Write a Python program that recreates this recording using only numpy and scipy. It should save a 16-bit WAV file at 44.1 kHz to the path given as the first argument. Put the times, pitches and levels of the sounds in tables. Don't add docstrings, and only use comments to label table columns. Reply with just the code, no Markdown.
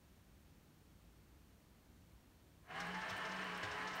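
import sys
import numpy as np
from scipy import signal
from scipy.fft import rfft, irfft, next_fast_len
from scipy.io import wavfile
from scipy.ndimage import map_coordinates

SR = 44100
rng = np.random.default_rng(int(sys.argv[2]) if len(sys.argv) > 2 else 0)


def persist_wave(psi):
    counts = np.round(np.clip(psi, -1, 1) * 32767).astype(np.int16)
    wavfile.write(sys.argv[1], SR, np.atleast_2d(counts).T)


N = 176400
T = np.arange(N) / SR

# frequency_hz, gain_db
AIR_SPECTRUM = [(12, -42), (20, -16), (30, -14), (44, -5), (60, 0), (78, -4.5), (98, -3), (115, -11.5),
                (149, -5.5), (259, -12), (320, -12.5), (430, -19), (687, -22), (2000, -28), (4500, -32),
                (8000, -35), (17000, -36.5)]
# time_s, level_db
GEAR_LEVELS = [(2.62, -72), (2.67, -66), (2.708, -48), (2.73, -51.5), (2.76, -46), (2.9, -46.5),
               (3.05, -47), (3.12, -45.5), (3.25, -44.5), (3.3, -47), (3.42, -45), (3.6, -46.5),
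               (3.75, -45), (3.9, -45.5), (4, -46)]
# time_s, tooth_hz, first_db, second_db, third_db, fourth_db
GEAR_MESH = [(2.62, 330, -31, -20, -27, -25), (2.72, 369, -20, -9.5, -15, -24),
             (2.8, 404.4, -19, -4, -7, -7), (2.9, 422.7, -13, -10, -15, -6),
             (2.98, 434.8, -18, -2, -23, -7.5), (3.07, 441, -21.5, -11, -11, -6),
             (3.2, 444.3, -23, -14, -25, -7.5), (3.28, 438.4, -5, -10, -30, -8),
             (3.35, 441, -47, -10, -19.5, -10), (3.43, 444.5, -9, -20, -13.5, -5),
             (3.49, 428.3, -10, -23, -14, -18), (3.55, 420.5, -15, -3.5, -16, -11),
             (3.65, 415.8, -16, -15, -18, -13), (3.75, 426.2, -12, -15, -10.5, -14),
             (3.87, 435.7, -8, -6, -18, -3.5), (3.94, 432.7, -11, -18, -12.5, -13),
             (4, 437.3, -21, -18, -13, -8)]
# time_s, level_db
SHAFT_LEVELS = [(2.66, -84), (2.7, -64), (2.786, -59), (2.838, -48.5), (2.98, -49.5), (3.036, -68),
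                (3.13, -51), (3.182, -75), (3.234, -58.5), (3.428, -51.5), (3.626, -58), (3.682, -71),
                (3.86, -55.5), (4.0, -59)]
# frequency_hz, gain_db
CASE_SPECTRUM = [(120, -6), (200, -10), (364, -9), (504, -9), (843, -3.5), (930, -6), (1020, 1), (1230, -6),
                 (1700, -1), (2440, -8.5), (3100, -11), (3400, -16), (5500, -22), (6500, -28), (9500, -31),
                 (11500, -40), (17000, -40)]
# centre_hz, width_hz, gain_db
CASE_MODES = [(300, 40, 5.5), (439, 22, 8), (651, 38, 5.5), (723, 26, 6), (1009, 36, 4), (1136, 36, 5),
              (1287, 91, 5), (1400, 20, 2), (1538, 22, 3), (1640, 66, 3.5), (1800, 47, 1.5), (2130, 42, 4),
              (2350, 55, 3), (2720, 69, 2.5), (2967, 156, 6.5), (4080, 100, 5.5), (4450, 83, 5.5),
              (5260, 99, 3), (5520, 91, -4), (6230, 69, 1), (6930, 90, 5), (8170, 150, 7)]
# start_s, level_db
GEAR_RATTLES = [(2.7854, -65), (2.8026, -47.5), (2.9452, -50), (3.0145, -49.5), (3.0874, -52.5),
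                (3.0984, -44.5), (3.252, -48.5), (3.2907, -51.5), (3.3164, -50), (3.3624, -50.5),
                (3.4154, -50), (3.5145, -58), (3.5471, -43.5), (3.63, -48), (3.6516, -50.5), (3.713, -44),
                (3.7823, -57), (3.8152, -54), (3.875, -41), (3.9092, -51.5), (3.935, -49.5)]
# frequency_hz, gain_db
RATTLE_SPECTRUM = [(2000, -25), (3500, -2), (4400, -6), (4950, -0.5), (5350, -0.5), (5700, -4),
                   (6100, -5.5), (7000, -11), (9500, -23.5), (11000, -48)]
# start_s, level_db, t60_s, bright_fraction
PAPER_CREASES = [(2.803, -58, .05, 0.2), (2.868, -64, 0.066, 0.2), (3.102, -56.5, 0.066, 0.3),
                 (3.165, -56.5, 0.058, 0.5), (3.176, -60, 0.046, 0), (3.44, -66, 0.061, .5),
                 (3.574, -57.5, 0.054, .2), (3.631, -64, .055, .2), (3.952, -56, .06, 0.22),
                 (3.963, -62, 0.063, 0.7)]
# frequency_hz, gain_db
DULL_SPECTRUM = [(6000, -30), (7500, 3), (9000, 3.5), (10300, -3), (12000, -7), (13500, -20), (16500, -18)]
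# frequency_hz, gain_db
BRIGHT_SPECTRUM = [(10000, -30), (12500, -2), (14500, -4), (16500, -4)]
# start_s, door_level_db, pitch_hz, clack_level_db
ROLLER_BLOWS = [(3.111, -54, 104.3, -46), (3.636, -52, 102.2, -40.5), (3.688, -58, 85.9, -53)]
# centre_hz, width_hz, depth_db
MICROPHONE_DIPS = [(4990, 280, 4.5), (7700, 500, 2.5), (10350, 1150, 5)]


def amp(db):
    return 10 ** (np.asarray(db) / 20)


def unit_rms(x):
    return x / np.sqrt(np.mean(x ** 2) + 1e-20)


def curves(rows):
    times_s, *columns = np.transpose(rows)
    return [np.interp(T, times_s, column) for column in columns]


def wobble(rate_hz):
    knots = rng.standard_normal(int(N * 60 / SR) + 4)
    return map_coordinates(knots, [T * rate_hz])


def filtered(x, response):
    size = next_fast_len(N + SR // 2)
    hz = np.fft.rfftfreq(size, 1 / SR)
    return irfft(rfft(x, size) * response(hz), size)[:N]


def colour(spectrum):
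    points_hz, db = np.transpose(spectrum)
    return lambda hz: amp(np.interp(np.log(hz + 1), np.log(points_hz + 1), db, left=-120, right=-120))


def noise(response):
    return unit_rms(filtered(rng.standard_normal(N), response))


def bursts(rows, rise_s):
    envelope = np.zeros(N)
    for start_s, db, t60_s in rows:
        age_s = np.maximum(T - start_s + rise_s / 2, 0)
        rise = np.sin(np.pi / 2 * np.minimum(age_s / rise_s, 1)) ** 2
        envelope += amp(db - 60 * age_s / t60_s) * rise
    return envelope


def room_tone(mains_hz=58.2):
    hum = amp(-78.5 + 3.3 * wobble(5)) * np.sin(2 * np.pi * (mains_hz * T + 0.073 * wobble(4.2)))
    return amp(-65.5) * noise(colour(AIR_SPECTRUM)) + hum


def case_response(hz):
    modes_db = sum(db / (1 + (2 * (hz - centre) / width) ** 2) for centre, width, db in CASE_MODES)
    return colour(CASE_SPECTRUM)(hz) * amp(modes_db)


def gear_grinding(tooth_cycles, running_s, depth=0.16, treble_hz=2270, treble_rise_s=0.098):
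    contact = 1 + depth * np.cos(2 * np.pi * tooth_cycles)
    grinding = unit_rms(filtered(contact * rng.standard_normal(N), case_response))
    grinding *= amp(-1.5 + 0.59 * wobble(14))
    treble = filtered(grinding, lambda hz: 1 / (1 + (treble_hz / (hz + 1)) ** 4))
    return grinding - treble * np.exp(-(running_s / treble_rise_s) ** 2)


def gear_whine(tooth_cycles, harmonics_db, waver_db=1.4, jitter_cycles=0.07):
    whine = np.zeros(N)
    for harmonic, db in enumerate(harmonics_db, start=1):
        gain = amp(db + waver_db * wobble(24.94))
        whine += gain * np.sin(2 * np.pi * (harmonic * tooth_cycles + jitter_cycles * wobble(30)))
    return whine


def shaft_hum(tooth_cycles, pitch_ratio=0.424):
    level_db, = curves(SHAFT_LEVELS)
    gain = amp(level_db + 2.24 * wobble(30))
    return gain * np.sin(2 * np.pi * (pitch_ratio * tooth_cycles + 0.057 * wobble(25.02)))


def motor(start_s=2.614, rise_s=0.023):
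    gear_db, = curves(GEAR_LEVELS)
    tooth_hz, *harmonics_db = curves(GEAR_MESH)
    tooth_cycles = np.cumsum(tooth_hz) / SR
    running_s = np.maximum(T - start_s, 0)
    onset = 1 - np.exp(-running_s / rise_s)
    gears = gear_grinding(tooth_cycles, running_s) + gear_whine(tooth_cycles, harmonics_db)
    return onset * (amp(gear_db) * gears + shaft_hum(tooth_cycles))


def gear_rattles(t60_s=0.092):
    envelope = bursts([(start_s, db - 2, t60_s) for start_s, db in GEAR_RATTLES], rise_s=0.011)
    flicker = amp(2.65 * wobble(60))
    return envelope * flicker * noise(colour(RATTLE_SPECTRUM))


def paper_crackles():
    start_s, level_db, t60_s, bright = np.transpose(PAPER_CREASES)
    crackles = np.zeros(N)
    for spectrum, share in [(DULL_SPECTRUM, 1 - bright), (BRIGHT_SPECTRUM, bright)]:
        band_db = level_db + 1.5 + 10 * np.log10(np.clip(share, 0.01, 1))
        envelope = bursts(zip(start_s, band_db, t60_s), rise_s=0.0075)
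        flicker = amp(2.5 * wobble(60))
        crackles += envelope * flicker * noise(colour(spectrum))
    return crackles


def roller_thumps(door_rise_s=0.0076, door_t60_s=0.18, clack_t60_s=0.1):
    door, clacks = np.zeros(N), []
    for start_s, door_db, pitch_hz, clack_db in ROLLER_BLOWS:
        age_s = np.maximum(T - start_s, 0)
        envelope = amp(door_db + 9 - 60 * age_s / door_t60_s) * (1 - np.exp(-age_s / door_rise_s))
        door += envelope * np.sin(2 * np.pi * pitch_hz * age_s)
        clacks.append((start_s - 0.004, clack_db, clack_t60_s))
    return door + bursts(clacks, rise_s=0.0028) * noise(case_response)


def reverberation(direct, t60_s=0.36, gap_s=0.006, low_cut_hz=290, high_cut_hz=4100):
    delay_s = T[:SR // 2]
    tail = rng.standard_normal(len(delay_s)) * amp(-60 * delay_s / t60_s) * (delay_s > gap_s)
    wet = signal.fftconvolve(direct, tail / np.linalg.norm(tail))[:N]
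    return filtered(wet, lambda hz: 1 / (1 + 1j * hz / high_cut_hz) / (1 - 1j * low_cut_hz / (hz + 1)))


def scene():
    direct = motor() + gear_rattles() + paper_crackles() + roller_thumps()
    return (direct + amp(-5) * reverberation(direct) + room_tone())[None]


def record(dry):
    def response(hz, limit_hz=15760):
        loss_db = sum(db * np.exp(-(2 * (hz - centre) / width) ** 2)
                      for centre, width, db in MICROPHONE_DIPS)
        return amp(-loss_db) * (hz < limit_hz)
    return filtered(dry[0], response)[None]


dry = scene()
out = record(dry)
persist_wave(out)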